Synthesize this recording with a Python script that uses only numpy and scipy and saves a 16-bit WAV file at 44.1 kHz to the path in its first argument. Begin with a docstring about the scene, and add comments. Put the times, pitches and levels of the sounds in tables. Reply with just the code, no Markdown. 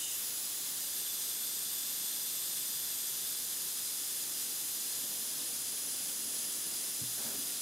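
"""A steady, bright hiss: compressed air leaks from the hose coupling of a nail gun on a steel saw table.
The jet's turbulence sounds through fixed resonances, over the low rush of the shop. Hands holding a
glued wooden joint move nearby and colour the hiss with sliding notches and humps; sleeves rustle.
Near the end one hand drops on the bench, ringing its modes in a dull thump, and wipes a finger on a rag."""
import sys
import numpy as np
from scipy import signal
from scipy.io import wavfile
from scipy.ndimage import uniform_filter1d

SR = 44100
rng = np.random.default_rng(int(sys.argv[2]) if len(sys.argv) > 2 else 0)


def store_pcm(level_fs):
    """Save levels as 16-bit WAV."""
    pcm = np.round(np.clip(level_fs, -1, 1) * 32767).astype(np.int16)
    wavfile.write(sys.argv[1], SR, np.atleast_2d(pcm).T)


N = 335601
FFT_SIZE, HOP = 1024, 256
BIN_HZ = np.fft.rfftfreq(FFT_SIZE, 1 / SR)
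FRAME_S = np.arange(N // HOP + 5) * HOP / SR


def gain_of(db):
    """Decibels to amplitude."""
    return 10 ** (np.asarray(db) / 20)

def unit_rms(x):
    """Scales to rms 1."""
    return x / np.sqrt(np.mean(x ** 2) + 1e-20)

def spectrum_db(points):
    """Joins (freq_hz, level_db) points on a log-frequency axis."""
    hz, db = np.transpose(points)
    return np.interp(np.log(BIN_HZ + 1), np.log(hz + 1), db)

def bell(centre_hz, width_hz):
    """A hump of height 1 along frequency."""
    return np.exp(-2 * ((BIN_HZ - centre_hz) / width_hz) ** 2)

def humps_db(rows):
    """Summed shape of resonances and hollows."""
    return sum(db * bell(hz, width_hz) for hz, width_hz, db in rows)

def gesture(start_s, rise_s, hold_s, fall_s):
    """A trapezoid from 0 to 1 and back, per frame."""
    corners_s = start_s + np.cumsum([0, rise_s, hold_s, fall_s])
    return np.interp(FRAME_S, corners_s, [0, 1, 1, 0])[:, None]

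def wobble(frames):
    """Smoothed random drift of rms 1, per frame."""
    return unit_rms(uniform_filter1d(rng.standard_normal(len(FRAME_S)), size=frames))

def noise(colour_db):
    """Noise of rms 1 whose short-time spectrum follows colour_db."""
    real, imag = rng.standard_normal((2, len(FRAME_S), len(BIN_HZ)))
    bins = (real + 1j * imag) * gain_of(colour_db)
    _, wave = signal.istft(bins.T, nperseg=FFT_SIZE, noverlap=FFT_SIZE - HOP)
    return unit_rms(wave[:N])

def wide_noise(colour_db, side_db):
    """Stereo noise: a shared part plus an opposed part."""
    return unit_rms(noise(colour_db) + gain_of(side_db) * noise(colour_db) * np.array([[1], [-1]]))

def scatter(x, t60_s, count=500, spacing=22):
    """A cluttered shop: sparse, decaying reflections of random sign."""
    delays = (np.arange(count) + 4) * spacing + rng.integers(0, spacing, count)
    taps = np.zeros(delays[-1] + 1)
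    taps[delays] = rng.choice([-1., 1.], count) * gain_of(-60 * delays / SR / t60_s)
    return signal.fftconvolve(x, taps / np.linalg.norm(taps))[:N]

def room(x, t60_s, wet_db, side_db, dull_hz):
    """Direct sound, dulled scatter in the centre and bright scatter at the sides."""
    centre = signal.lfilter(*signal.butter(1, dull_hz, fs=SR), scatter(x, t60_s))
    sides = scatter(x, t60_s) * np.array([[1], [-1]])
    return x + gain_of(wet_db) * centre + gain_of(side_db) * sides


# jet spectrum: freq_hz, level_db
JET_SPECTRUM = [(300, -31.5), (700, -20.5), (1100, -17.5), (1600, -13), (2300, -13.5), (2900, -7.5),
                (3500, -8), (5500, -4), (7000, -7), (9000, 0.57), (11500, -3), (13300, -7.5), (14600, -6),
                (15650, -17.5)]
# broad humps and hollows of the jet: centre_hz, width_hz, boost_db
JET_HUMPS = [(8640, 1100, -2), (10400, 1150, 2.2), (12700, 1070, 7.5), (14600, 450, -3), (15530, 550, 7.5)]
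# resonances of the coupling and its surroundings: centre_hz, width_hz, boost_db
COUPLING_RESONANCES = [(4050, 200, 3.5), (4930, 380, 4.8), (6060, 330, 3), (6930, 870, 6.3),
                       (7930, 210, 2.4), (9250, 260, 2.9), (10330, 290, 2.5), (13400, 260, 3),
                       (14230, 430, 3.8), (15050, 330, 2.2)]
# reflections off table and tools: delay_s, gain
TABLE_ECHOES = [(.00099, .07), (.001185, .04), (.00776, .07)]

def air_leak(level_db=-37.1, flutter_db=0.31):
    """A slightly unsteady turbulent jet, coloured by resonances and hands, combed by close echoes."""
    steady_db = spectrum_db(JET_SPECTRUM) + humps_db(COUPLING_RESONANCES) + humps_db(JET_HUMPS)
    hands_db = cupped_hand_db() + arm_shadow_db() + moving_hand_db() + swish_db() + spread_fingers_db()
    jet = noise(steady_db + hands_db + flutter_db * wobble(frames=6)[:, None])
    echoes = sum(gain * np.roll(jet, round(delay_s * SR)) for delay_s, gain in TABLE_ECHOES)
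    hiss = room(jet + echoes, t60_s=.14, wet_db=-10.5, side_db=-17, dull_hz=7500)
    return gain_of(level_db) * unit_rms(hiss)


# room air spectrum: freq_hz, level_db
SHOP_SPECTRUM = [(25, -29), (45, -24), (70, -10.5), (108, -3), (160, -3.5), (244, -0.5), (380, -2),
                 (744, -7.5), (1000, -7.5), (1600, -8), (2100, -11.5), (3500, -45)]

def shop_air(level_db=-56.5):
    """Diffuse low rush of the room."""
    return gain_of(level_db) * wide_noise(spectrum_db(SHOP_SPECTRUM), side_db=-3.5)


# hiss colour under a cupped hand: centre_hz, width_hz, boost_db
CUPPED_HUMPS = [(3650, 180, 8.5), (4630, 1000, -3), (5700, 700, -3), (7000, 1600, 3.5)]

def cupped_hand_db(gap_hz=3485, gap_db=5, cup_hz=2960, cup_db=13, width_hz=320, sag_hz_per_s=850):
    """The gap under the hand resonates: lower and stronger when cupped, sagging as the hand leaves."""
    cup = gesture(start_s=-.077, rise_s=.024, hold_s=.11, fall_s=.18)
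    sagging_hz = cup_hz - sag_hz_per_s * FRAME_S[:, None]
    cupped_db = cup_db * bell(sagging_hz, width_hz) + humps_db(CUPPED_HUMPS)
    return cup * cupped_db + (1 - cup) * gap_db * bell(gap_hz, width_hz)


# arm crossings: start_s, rise_s, hold_s, fall_s
ARM_CROSSINGS = [(-.05, .05, .05, .09), (7.49, .08, .1, .05)]
# hiss colour behind the arm: centre_hz, width_hz, boost_db
SHADOW_HUMPS = [(9250, 700, -2), (11080, 650, 5.5), (12490, 1200, -7), (14280, 400, -3)]

def arm_shadow_db():
    """The arm crosses in front of the leak and reshapes its treble."""
    return sum(gesture(*row) for row in ARM_CROSSINGS) * humps_db(SHADOW_HUMPS)


# notch set by the hand's position: time_s, notch_hz
NOTCH_PATH = [(.05, 10100), (.2, 9400), (.3, 9220), (.55, 9400), (.95, 9850), (1.12, 10440), (2.4, 10650),
              (3.8, 11670), (5.1, 11700), (5.8, 12260), (7.3, 11900)]
# hiss colour with the hand lifted: centre_hz, width_hz, boost_db
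LIFTED_HUMPS = [(5000, 300, -2.5), (6050, 500, -2), (9850, 400, 4.3), (13400, 450, 4.5), (15400, 620, 4.3)]
# hiss focused by pinching fingers: centre_hz, width_hz, boost_db
PINCHED_HUMPS = [(3530, 280, 4.8), (4400, 450, 1.5), (8640, 1040, 4), (10320, 1450, -3), (11970, 650, 4.5)]

def moving_hand_db(notch_db=-4, lift_notch_db=-3.5, upper_ratio=1.374, pinch_hz=10580, pinch_span_hz=1420):
    """The hand cuts two sliding notches, deeper as it lifts to regrip; near pinch_hz it pinches the joint."""
    notch_hz = np.interp(FRAME_S, *np.transpose(NOTCH_PATH))[:, None]
    notches = bell(notch_hz, width_hz=600) + bell(upper_ratio * notch_hz, width_hz=800)
    lift = gesture(start_s=.15, rise_s=.1, hold_s=.43, fall_s=.38)
    pinch = np.exp(-2 * ((notch_hz - pinch_hz) / pinch_span_hz) ** 2)
    pose_db = lift * humps_db(LIFTED_HUMPS) + pinch * humps_db(PINCHED_HUMPS)
    return (notch_db + lift * lift_notch_db) * notches + pose_db


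def swish_db(start_s=.07, from_hz=14800, to_hz=12000, glide_s=.09, boost_db=6):
    """The hand pulls away: its reflection's path lengthens, so the band it reinforces falls."""
    elapsed_s = np.maximum(FRAME_S[:, None] - start_s, 0)
    band_hz = to_hz + (from_hz - to_hz) * np.exp(-elapsed_s / glide_s)
    return boost_db * gesture(start_s, rise_s=.05, hold_s=.07, fall_s=.12) * bell(band_hz, width_hz=750)


def friction(strokes, colour, rise_s, fall_s, grip_db, side_db):
    """Skin and cloth slide; uneven grip makes the noise lumpy."""
    grip = gain_of(grip_db * wobble(frames=5))
    envelopes = [gain_of(level_db) * gesture(start_s, rise_s, length_s - rise_s, fall_s)[:, 0]
                 for start_s, length_s, level_db in strokes]
    envelope = np.interp(np.arange(N) / SR, FRAME_S, np.max(envelopes, axis=0) * grip)
    return envelope * wide_noise(spectrum_db(colour), side_db)


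# arm shifts: start_s, length_s, level_db
SLEEVE_STROKES = [(4.15, 0.44, -63), (4.92, .6, -58.5), (5.6, 1.35, -59.5), (7.17, .36, -60)]
# sleeve spectrum: freq_hz, level_db
SLEEVE_SPECTRUM = [(30, -39), (60, -12), (95, -5.5), (150, -11), (195, -1.5), (240, 7.5), (295, 5),
                   (340, 0.5), (420, 0.5), (700, -5), (1600, -29), (4000, -36)]

def sleeve_rustle():
    """Sleeves rub, soft and low, as the arms shift."""
    return friction(SLEEVE_STROKES, SLEEVE_SPECTRUM, rise_s=.062, fall_s=.23, grip_db=2.2, side_db=-15)


# hiss colour with spread fingers: centre_hz, width_hz, boost_db
SPREAD_HUMPS = [(3850, 540, -1.5), (10770, 690, 3), (12500, 1340, -2.5), (14380, 460, -2.5)]

def spread_fingers_db():
    """The fingers spread and leave the joint, recolouring the hiss."""
    return gesture(start_s=5.2, rise_s=.5, hold_s=1.1, fall_s=.48) * humps_db(SPREAD_HUMPS)


# bench modes under a soft hand: pitch_hz, level_db, t60_s
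BENCH_MODES = [(122, -6.5, 0.5), (144, 3, 0.1), (192, -11, .08), (227, 0, 0.15), (279, -5, 0.21),
               (397, -5.5, 0.1), (575, -8, .08)]
# the hand lands, then the finger bumps along: start_s, level_db, push_hz
BENCH_TOUCHES = [(7.014, -38, 138), (7.182, -41.5, 400), (7.253, -43.5, 216), (7.343, -40, 400),
                 (7.379, -43, 285), (7.473, -50, 330)]

def bench_thumps(rise_s=.0033, slope_db_per_octave=10):
    """Each soft touch rings the bench; modes further from push_hz are driven less."""
    t = np.arange(SR // 2) / SR
    attack = 1 - np.exp(-t / rise_s)
    thumps = np.zeros(N + len(t))
    for start_s, level_db, push_hz in BENCH_TOUCHES:
        ring = np.zeros(len(t))
        for pitch_hz, mode_db, t60_s in BENCH_MODES:
            drive_db = mode_db - slope_db_per_octave * abs(np.log2(pitch_hz / push_hz))
            ring += gain_of(drive_db - 60 * t / t60_s) * np.sin(2 * np.pi * pitch_hz * t)
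        thumps[round(start_s * SR):][:len(t)] += gain_of(level_db) * ring * attack
    return room(thumps[:N], t60_s=.3, wet_db=-11, side_db=-11, dull_hz=3000)


# finger stroke: start_s, length_s, level_db
WIPE_STROKES = [(7.165, .15, -52.5)]
# rag spectrum: freq_hz, level_db
RAG_SPECTRUM = [(100, -15), (250, -17), (390, 0), (480, -6), (570, -1), (780, -1.5), (1100, -11),
                (1600, -2), (2500, -30), (5000, -34)]

def finger_wipe():
    """A finger scuffs the rag, brighter than the sleeves."""
    return friction(WIPE_STROKES, RAG_SPECTRUM, rise_s=.018, fall_s=.075, grip_db=.5, side_db=-14)


def scene():
    """The leak over the room, with the hands' small sounds."""
    return air_leak() + shop_air() + sleeve_rustle() + finger_wipe() + bench_thumps()

def record(dry, low_cut_hz=65, high_cut_hz=15780):
    """A gentle low cut, then a steep band limit."""
    thinned = signal.sosfilt(signal.butter(2, low_cut_hz, "highpass", fs=SR, output="sos"), dry)
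    low_pass = signal.firwin(1023, high_cut_hz, window=("kaiser", 9), fs=SR)
    return signal.oaconvolve(thinned, low_pass[None], "same", axes=1)


dry = scene()
out = record(dry)
store_pcm(out)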